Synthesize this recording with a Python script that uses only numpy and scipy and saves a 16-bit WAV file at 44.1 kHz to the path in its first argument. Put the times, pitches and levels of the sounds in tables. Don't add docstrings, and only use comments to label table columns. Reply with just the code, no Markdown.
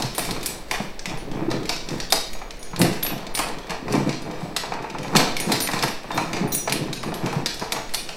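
import sys
import numpy as np
from scipy import signal
from scipy.fft import rfft, irfft
from scipy.io import wavfile
from scipy.ndimage import uniform_filter1d

SR = 44100
rng = np.random.default_rng(int(sys.argv[2]) if len(sys.argv) > 2 else 0)


def digitize_waveform(pressure):
    field = np.atleast_2d(pressure).T
    bounded = np.clip(field, -1, 1)
    quanta = np.round(bounded * 32767).astype(np.int16)
    wavfile.write(sys.argv[1], SR, quanta)


def nominal_scale(level):
    x = np.asarray(level, float) / 20
    return 10 ** x


N = 359856


def evened(x):
    return x / np.sqrt(np.mean(x ** 2) + 1e-20)


def peaked(x, db):
    return nominal_scale(db) * x / abs(x).max()


def read(points, hz):
    f, value = np.transpose(points)
    return np.interp(np.log(hz + 1), np.log(f + 1), value)


def add(mix, s, sound):
    part = mix[round(s * SR):][:len(sound)]
    part += sound[:len(part)]


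def band(x, lo_hz, hi_hz, order=2):
    return signal.sosfilt(signal.butter(order, [lo_hz, hi_hz], "bandpass", fs=SR, output="sos"), x)


def resonate(x, hz, width):
    r = np.exp(-np.pi * width / SR)
    return signal.lfilter([(1 - r * r) / 2, 0, (r * r - 1) / 2],
                          [1, -2 * r * np.cos(2 * np.pi * hz / SR), r * r], x)


def body(x, modes):
    return sum(nominal_scale(db) * resonate(x, hz, width) for hz, width, db in modes)


# f/Hz, relative level per Hz/dB
HISS_COLOUR = [(35, -36), (60, -48), (85, -6), (168, -0.5), (553, 0.5), (882, -5), (1470, -11.5),
               (1740, -11), (4530, -19), (11800, -58), (16000, -57)]
# f/Hz, relative level per Hz/dB
RUMBLE_COLOUR = [(2, 0), (8, -5), (20, -9), (40, -20), (55, -23), (70, -32), (100, -60)]
# t/s, level/dB
RUMBLE_LEVEL = [(0.0, -31), (0.23, -33), (0.25, -32), (2.23, -32), (2.34, -25.5), (2.41, -32.5),
                (4.79, -38), (5.16, -37), (5.2, -27), (5.36, -32), (5.45, -35.5), (7.91, -36), (8.07, -35),
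                (8.16, -47)]


def quiet():
    hz = np.fft.rfftfreq(N, 1 / SR)
    colours = nominal_scale([read(HISS_COLOUR, hz), read(RUMBLE_COLOUR, hz)])
    hiss, rumble = irfft(rfft(rng.standard_normal((2, N))) * colours, N)
    rumble_db = np.interp(np.arange(N) / SR, *np.transpose(RUMBLE_LEVEL))
    return nominal_scale(-43.5) * evened(hiss) + nominal_scale(rumble_db) * evened(rumble)


# f/Hz, t60/s
ECHO_FADE = [(120, 0.19), (330, 0.5), (870, 0.39), (2300, 0.57), (6060, 0.49), (16000, 0.22)]


def room(x):
    out = np.zeros(N)
    turn = np.arange(N) / SR * 2.3
    for k in range(3):
        echoes = rng.standard_normal(SR) * (rng.random(SR) < 0.12)
        hz, t, z = signal.stft(echoes, SR, nperseg=256)
        fade = nominal_scale(-60 * t / read(ECHO_FADE, hz)[:, None])
        tail = signal.istft(z * fade, SR, nperseg=256)[1]
        tail = tail * np.clip((np.arange(len(tail)) / SR - 0.003) / 0.023, 0, 1)
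        share = np.cos(np.pi * (turn + k / 3))
        out += signal.oaconvolve(x * share, tail / np.linalg.norm(tail))[:N]
    return out * np.sqrt(2 / 3)


# f/Hz, width/Hz, relative level/dB
CEILING_MODES = [(132, 19, 2), (149, 43, 2.5), (172.4, 14, 0), (201, 49, 1.5), (220, 67, -15),
                 (261, 49, -2.5), (308.3, 54, -0.5), (413.5, 6, 6), (494.8, 7.6, 5.5)]


def ceiling(x):
    return body(x, CEILING_MODES)


# t/s, peak level/dB, f/Hz
SOFT_PUSHES = [(0.044, -19.5, 133), (0.18, -27, 323), (0.316, -24, 122), (0.8, -19.5, 203),
               (1.073, -27, 182), (1.134, -25.5, 150), (1.422, -18, 343), (1.48, -13, 329),
               (1.606, -23, 353), (1.917, -26, 157), (2.734, -26, 175), (2.805, -11.5, 172),
               (2.909, -18.5, 192), (3.391, -27, 308), (3.696, -28, 180), (3.94, -11.5, 266),
               (4.006, -22, 268), (4.061, -20.5, 287), (4.427, -21.5, 160), (5.154, -9.5, 193),
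               (5.524, -17, 322), (5.735, -26, 129), (6.173, -27.5, 135), (6.411, -18, 197),
               (6.708, -29, 154), (7.037, -41, 194), (7.249, -25, 188), (7.308, -29, 142),
               (7.362, -14.5, 154), (7.618, -23, 187)]


def thuds():
    out, t = np.zeros(N), np.arange(8192) / SR
    t60 = 0.061
    swell_and_fade = nominal_scale(-60 * t / t60) * np.minimum(t / 0.005, 1)
    for s, db, hz in SOFT_PUSHES:
        ring = np.sin(2 * np.pi * hz * t) * swell_and_fade
        add(out, s, peaked(ring + 5.0 * ceiling(ring), db))
    return out


# f/Hz, width/Hz, relative level/dB
BRACKET_MODES = [(475, 79, 3.5), (711, 160, 6.5), (875, 160, 5), (1005, 51, -0.5), (1197, 210, -4),
                 (1750, 590, -1.5), (1900, 56, -15), (2290, 86, 3.5), (2477, 47, -0.5), (2680, 100, -21),
                 (3660, 93, 5), (4225, 760, -3), (4510, 31, -8), (4850, 82, -3), (5100, 100, -1),
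                 (5500, 80, -0.5), (5890, 400, -14), (7630, 64, 3), (7870, 18, 6), (8400, 40, -27)]


def bracket(x, shift=0, lift_db=0):
    hz, width, db = np.transpose(BRACKET_MODES)
    return body(x, np.transpose([hz * (1 + shift), width, db + lift_db]))


# boom of the ceiling level/dB, grind of the thread level/dB, scrape of the hands level/dB
HAND_TWISTS = [(-0, 0.11, -27, -30, -32.5), (0.218, 0.26, -37, -52, -32), (0.32, 0.44, -29.5, -39.5, -48),
               (0.507, 0.23, -40, -42, -47), (0.72, 0.13, -38.5, -53, -43), (0.822, 0.091, -29, -57, -41),
               (1.116, 0.14, -35.5, -32.5, -62), (1.398, 0.63, -27, -36.5, -58),
               (1.545, 0.23, -26, -35.5, -58), (1.93, 0.22, -27.5, -35, -44), (2.147, 0.066, -27, -30, -55),
               (2.36, 0.54, -46.5, -66, -61), (2.836, 0.15, -15, -28.5, -58), (2.933, 0.11, -31, -38, -37),
               (3.103, 0.44, -32.5, -35, -52), (3.45, 0.57, -36.5, -33.5, -60),
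               (3.715, 0.097, -47, -27, -67), (3.95, 0.3, -20, -31, -43), (4.088, 0.094, -21.5, -29, -46),
               (4.28, 0.31, -29, -35.5, -56), (4.427, 0.43, -34, -40, -49), (4.754, 1, -38, -40.5, -58),
               (4.983, .2, -31, -47, -65), (5.185, 0.33, -21, -24.5, -39),
               (5.502, 0.24, -21.5, -27.5, -34.5), (5.737, 0.26, -31.5, -46, -36),
               (5.839, .16, -25.5, -29, -59), (6.177, 0.33, -29, -31.5, -40), (6.346, 0.26, -30, -32, -50),
               (6.438, .2, -23, -31.5, -54), (6.543, 0.084, -30, -55, -36), (6.747, 0.37, -26.5, -42, -47),
               (6.827, .2, -25, -43, -55), (7.08, 0.2, -28.5, -37, -50), (7.25, 0.3, -25.5, -31, -47),
               (7.4, 0.24, -29.5, -36, -51), (7.63, .08, -30, -26.5, -53), (7.748, 0.14, -33.5, -31.5, -39),
               (8.0, 0.91, -43, -56, -45)]


def twisting():
    t, power = np.arange(0, N + 64, 64) / SR, 0
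    rise_share, ends_db = 0.37, -16.5
    for s, length, *db in HAND_TWISTS:
        away = np.where(t < s, (s - t) / rise_share, (t - s) / (1 - rise_share)) / max(length, 0.02)
        power = power + nominal_scale(np.array(db)[:, None] + ends_db * away) ** 2
    return [np.interp(np.arange(N) / SR, t, row) for row in np.sqrt(power)]


def slips(spread_db):
    slips_per_s = 400
    size = nominal_scale(spread_db * np.minimum(rng.exponential(1, N), 4)) * rng.choice([-1, 1], N)
    return size * (rng.random(N) < slips_per_s / SR)


def turning():
    booming, grinding, scraping = twisting()
    shaking = evened(slips(3.9)) + 0.55 * rng.standard_normal(N)
    boom = evened(band(ceiling(shaking), 117, 522)) * booming
    grind = evened(band(bracket(slips(2.2)), 310, 1700)) * grinding
    rub = rng.standard_normal(N) + 0.16 * evened(slips(8.5))
    scrape = evened(band(bracket(rub) + 0.5 * rub, 1470, 10000, order=1)) * scraping
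    return boom, grind + scrape


def chime(pitches, modes, blows):
    out, t = np.zeros((len(modes), N)), np.arange(SR // 2) / SR
    hz, (own_db, t60) = np.array(pitches)[:, None], np.transpose(modes)[:, :, None]
    free_s, choke_db_per_s = 0.17, -500
    choke = nominal_scale(choke_db_per_s * np.maximum(t - free_s, 0))
    envelope = choke * np.minimum(t / 0.00062, 1)
    chances = rng.random((len(blows), 2, len(modes), 1))
    for (s, db, spot_hz, fall_db), (phase, chance) in zip(blows, chances):
        off_spot_db = abs(fall_db * np.log2(hz / spot_hz))
        mode_db = db + own_db - off_spot_db + 2 * (2 * chance - 1)
        ring = nominal_scale(mode_db - 60 * t / t60) * np.sin(2 * np.pi * (hz * t + phase))
        neighbour_hz = hz * (1.3 + 0.079 * phase)
        ring += 0.2 * nominal_scale(mode_db - 110 * t / t60) * np.sin(2 * np.pi * neighbour_hz * t)
        add(out.T, s, (ring * envelope).T)
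    slow = uniform_filter1d(rng.standard_normal(out.shape), size=350)
    swing = evened(uniform_filter1d(slow, size=350))
    return (out * nominal_scale(3 * np.clip(swing, -3, 0.7))).sum(0)


PIN_PITCHES = [3636, 9511, 11467, 11606, 15200]
# relative level/dB, t60/s
PIN_MODES = [(2, .5), (2.5, 0.31), (-1, 0.25), (-1, .26), (3, .25)]
# t/s, level/dB before each mode's own, favoured f/Hz, fall away from there/dB per octave
PIN_HITS = [(0.149, -39, 9000, 8), (0.181, -30, 9900, 15), (0.308, -45, 9500, 30), (0.41, -46, 3640, 9),
            (0.46, -38, 12100, 30), (0.71, -41, 9300, 28), (2.103, -34, 3640, 30), (3.031, -20, 11600, 57),
            (3.031, -36, 3640, 27), (3.068, -34, 14400, 27), (3.342, -31, 9300, 28),
            (3.349, -31, 10400, 17), (3.375, -40, 15200, 60), (4.565, -47, 9300, 25),
            (5.399, -32, 9000, 28), (5.517, -37, 3640, 11), (5.604, -29.5, 11300, 15),
            (5.623, -25.5, 10400, 22), (5.824, -35, 11800, 70), (5.88, -44, 13000, 25),
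            (6.115, -38, 3640, 30), (6.145, -39.5, 3640, 4), (6.476, -43, 9500, 20),
            (6.524, -28, 15200, 28), (6.524, -40, 3640, 28), (6.545, -29, 9500, 40), (6.721, -45, 9300, 40),
            (6.93, -40, 9900, 30), (7.031, -43, 9000, 26), (7.139, -38, 11900, 70), (7.328, -48, 10200, 25),
            (7.946, -33, 9400, 29), (8.09, -53, 9600, 40)]


def pin():
    return chime(PIN_PITCHES, PIN_MODES, PIN_HITS)


WASHER_PITCHES = [4052, 5843, 6659, 9636, 12575]
# relative level/dB, t60/s
WASHER_MODES = [(4, 0.2), (1.5, 0.37), (-0.5, 0.64), (0.5, 0.27), (0, 0.19)]
# t/s, level/dB before each mode's own, favoured f/Hz, fall away from there/dB per octave
WASHER_HITS = [(0.41, -49, 7000, 40), (0.461, -36, 10200, 50), (1.172, -44, 9600, 22),
               (2.332, -43, 6660, 40), (2.592, -41, 8600, 25), (2.628, -34, 8340, 39),
               (2.793, -31, 9600, 27), (3.03, -34, 13600, 40), (4.219, -53, 9600, 30),
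               (4.565, -46, 6760, 50), (5.031, -49, 6660, 40), (5.4, -29, 8800, 25),
               (5.515, -26.5, 4050, 23), (5.601, -40, 4050, 30), (6.177, -32, 4050, 19),
               (6.52, -30, 5900, 5), (6.543, -25, 9600, 19), (6.577, -28.5, 6600, 19),
               (6.602, -34, 7400, 30), (6.721, -32, 9600, 54), (6.928, -40, 6800, 55),
               (7.031, -67, 6600, 44), (7.328, -50, 4050, 40), (7.595, -45, 6900, 40),
               (7.718, -35, 6750, 45)]


def washer():
    return chime(WASHER_PITCHES, WASHER_MODES, WASHER_HITS)


def strike(direct, feed, s, db, room_db, rattle, colour):
    rattle = rattle + 4.9 * signal.unit_impulse(len(rattle), idx=30)
    near = peaked(colour(rattle), db)
    plain = evened(colour(signal.unit_impulse(len(rattle)))) + 1.04 * evened(near)
    add(direct, s, near)
    add(feed, s, nominal_scale(room_db) * plain * np.linalg.norm(near) / np.linalg.norm(plain))


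# t/s, peak level/dB, f/Hz
BRACKET_KNOCKS = [(0.031, -22, 840), (0.18, -15, 705), (0.288, -22.5, 650), (0.363, -20.5, 690),
                  (0.713, -16.5, 780), (0.738, -18, 786), (0.801, -19.5, 708), (1.056, -26, 780),
                  (1.376, -28, 880), (1.515, -15.5, 1030), (1.694, -19.5, 729), (2.123, -9.5, 780),
                  (2.351, -28, 684), (2.416, -22, 866), (2.733, -22, 1020), (2.781, -29, 807),
                  (2.8, -16, 748), (2.815, -18, 734), (2.849, -16, 650), (3.049, -24, 1090),
                  (3.121, -25, 746), (3.374, -25, 756), (3.392, -14, 1060), (3.702, -20.5, 1030),
                  (3.881, -19, 1020), (3.937, -16.5, 1030), (3.954, -15, 870), (4.565, -19.5, 764),
                  (4.635, -20, 934), (4.72, -15, 891), (4.79, -21.5, 875), (4.841, -20.5, 875),
                  (4.948, -20, 890), (5.047, -22, 816), (5.151, -4.5, 714), (5.517, -14, 746),
                  (5.688, -14, 1040), (5.734, -15, 990), (5.762, -17, 966), (5.791, -29, 859),
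                  (5.832, -12, 886), (6.043, -27, 980), (6.105, -17.5, 1000), (6.178, -9.5, 1030),
                  (6.313, -27, 748), (6.675, -13, 814), (6.882, -25, 708), (7.035, -20, 1070),
                  (7.119, -22, 674), (7.269, -19.5, 1050), (7.328, -17.5, 920), (7.614, -25, 829),
                  (7.722, -20.5, 710), (7.764, -20, 850), (7.942, -21, 890), (8.091, -25.5, 680)]


def knocks(direct, feed):
    t = np.arange(4096) / SR
    t60, room_db = 0.084, -8
    fall = nominal_scale(-60 * t / t60) * np.minimum(t / 0.00045, 1)
    for s, db, hz in BRACKET_KNOCKS:
        strike(direct, feed, s, db, room_db, rng.standard_normal(4096) * fall,
               lambda x: band(0.5 * bracket(x) + resonate(x, hz, 100), 327, 2050))


def ticks():
    per_s, base_db, spread_db, edge_db, room_db = 5, -31, 3, -15, -4
    lo_hz, hi_hz = 1600, 4560
    when, size, pitch = rng.random((80, 3)).T
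    times = (np.arange(80) + when) / per_s
    grind_db = 20 * np.log10(twisting()[1] + 1e-6)
    usual_db = np.median(grind_db)
    rows = []
    for s, b, c in zip(times, size, pitch):
        if s * SR < N:
            louder_db = 0.34 * (grind_db[int(s * SR)] - usual_db)
            db = base_db - spread_db * np.log(b + 0.01) + louder_db
            rows.append((s, db, lo_hz * (hi_hz / lo_hz) ** c, edge_db, room_db))
    return rows


# t/s, peak level/dB, centre f/Hz,
# bright edge level/dB against the click, echo feed level/dB against the direct sound
JOINT_CLICKS = [(0.0216, -13, 4450, -14, -7), (0.1491, -22, 3650, -14, -16),
                (0.1805, -14.5, 3640, 1.5, -18), (0.1927, -15, 1740, -7, -12), (0.25, -20, 2590, -5, -6),
                (0.309, -11.5, 4020, -14, -10), (0.3645, -26, 1710, -27, -10), (0.41, -25, 4860, -18, -2),
                (0.4294, -23, 3650, -3, -4), (0.4594, -10.5, 5630, -2, -7.5), (0.7115, -8, 2210, -14.5, -6),
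                (0.9925, -20.5, 5570, -31, -10), (1.056, -15, 2215, -18, -7), (1.0955, -23, 2450, -26, -10),
                (1.1734, -27.5, 2430, -15, -2.5), (1.513, -17.5, 3980, -19, -7.5),
                (1.6547, -24, 2270, -13, -3), (1.6923, -9.5, 4900, -10.5, -6.5),
                (1.7626, -21, 5100, -27, -8), (1.8875, -20.5, 5640, -20, -10), (1.9058, -25, 1900, -27, -5),
                (2.0008, -15, 4510, -21, -6.5), (2.1028, -21, 3650, -2, -3), (2.123, -2, 4670, -7, -8),
                (2.3316, -27.5, 1910, -2.5, -10), (2.5068, -20.5, 2290, -40, -9.5),
                (2.6276, -26, 5890, -9, -4), (2.7613, -18, 3920, -20, -7), (2.7918, -23.5, 3660, 7, -10),
                (2.8149, -7, 1710, -5.5, -6), (3.027, -16.5, 3660, -9, -9), (3.049, -23, 2460, -3, -5),
                (3.0649, -14.5, 2340, -15, -5.5), (3.267, -21, 4380, -29, -10.5),
                (3.3503, -13, 4670, -6.5, -6), (3.3738, -16, 2260, -11, -6),
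                (3.3902, -10.5, 2290, -9, -6.5), (3.4854, -24, 3680, -11, -13), (3.696, -20, 2320, -19, -4),
                (3.706, -14.5, 1730, -19, -11), (3.8816, -27.5, 1750, -18, 5),
                (3.9244, -14.5, 5980, -8.5, -8), (3.9528, -17, 1630, -26, -8),
                (4.0926, -17.5, 2400, -28, -5), (4.128, -18, 4280, -29, -4), (4.2194, -28, 4720, -7, -6),
                (4.5638, -8, 3530, -11.5, -8), (4.7192, -27, 2440, -27, -5),
                (4.7374, -23.5, 1970, -27, -13), (4.8394, -35, 2450, -28, -9),
                (4.8998, -25, 2400, -29, -10), (4.9417, -34.5, 1590, -29, -8),
                (4.9846, -21.5, 2210, -26, -7), (5.03, -25, 2450, -11, -5), (5.0799, -29, 1720, -22, -14),
                (5.1517, -12, 1510, -13, -19), (5.1606, -5, 2090, -11, -10),
                (5.1658, -1.5, 4000, -12, -6.5), (5.3665, -12.5, 2290, -12, -6.5),
                (5.4004, -14, 2440, -1.5, -9), (5.5188, -8, 4130, -9.5, -5.5),
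                (5.603, -11.5, 5310, -14, -6), (5.6208, -17, 4050, -11, -9), (5.673, -13, 2250, -12, -14),
                (5.7144, -16.5, 4310, -15, -2.5), (5.7346, -16.5, 1720, -23, -8),
                (5.7902, -15, 4050, -19, -4), (5.825, -12, 4760, -14, -8), (5.8349, -12, 1680, -7, -7.5),
                (5.8806, -18, 2430, -9, -5.5), (6.1155, -21, 3660, -18, -6), (6.1754, -14, 2400, -14, -7.5),
                (6.3669, -22.5, 2290, -16, -5), (6.5241, -25, 5860, -10, -12), (6.5483, -16, 5940, 2, -8),
                (6.678, -18, 1750, -26, -1), (6.696, -15, 4020, -12, -15),
                (6.7229, -5.5, 2290, -11.5, -8.5), (6.9292, -16, 4020, -23, -7.5),
                (7.0312, -19.5, 2280, -16, -6.5), (7.1408, -19, 3650, -7, -7),
                (7.2602, -18, 2450, -15, -5.5), (7.3272, -22.5, 2280, -22, -8),
                (7.4594, -5.5, 4160, -18, -8.5), (7.467, -15.5, 4230, -22, -5.5),
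                (7.5423, -25, 4630, -2, -6), (7.5949, -18.5, 5080, -13, -3), (7.7211, -11, 3840, -7.5, -12),
                (7.7644, -22, 1980, -25, -4), (7.9375, -18.5, 4730, -1, -17), (7.945, -9.5, 4150, -9, -8.5),
                (8.09, -17, 2750, -24, -6)]


def clicks(direct, feed):
    t = np.arange(4096) / SR
    t60, edge_share = 0.049, 1.53
    fall = nominal_scale(-60 * t / t60) * np.minimum(t / 0.00045, 1)
    edge_fall = fall ** (1 / edge_share) * np.minimum(t / 0.00076, 1)
    for s, db, hz, edge_db, room_db in list(JOINT_CLICKS) + ticks():
        chance = rng.uniform(-1, 1, (2, len(BRACKET_MODES)))
        grip = 0.03 * chance[0], 5 * chance[1]
        a, b = rng.standard_normal((2, 4096))
        strike(direct, feed, s, db, room_db, a * fall,
               lambda x: band(0.49 * bracket(x, *grip) + 0.89 * resonate(x, hz, 0.25 * hz) + 0.56 * x,
                              1570, 6740))
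        strike(direct, feed, s, db + edge_db, room_db, b * edge_fall,
               lambda x: band(x + bracket(x, *grip), 7560, 12470))


def scene():
    background, thud, (boom, rub), ring = quiet(), thuds(), turning(), pin() + washer()
    direct, feed = np.zeros(N), np.zeros(N)
    knocks(direct, feed)
    clicks(direct, feed)
    echoes = room(nominal_scale(3.0) * feed + nominal_scale(-15.0) * ring + nominal_scale(-8.5) * thud
                  + nominal_scale(-10.5) * boom + nominal_scale(-6.0) * rub)
    return (direct + ring + thud + boom + rub + echoes + background)[None]


def top_cut(x):
    return signal.sosfilt(signal.butter(12, 16820, fs=SR, output="sos"), x)


def record(dry):
    low_pass = signal.firwin(511, 15900, window=("kaiser", 9), fs=SR)
    limited = signal.oaconvolve(dry, low_pass[None], "same")
    return top_cut(limited)


dry = scene()
out = record(dry)
digitize_waveform(out)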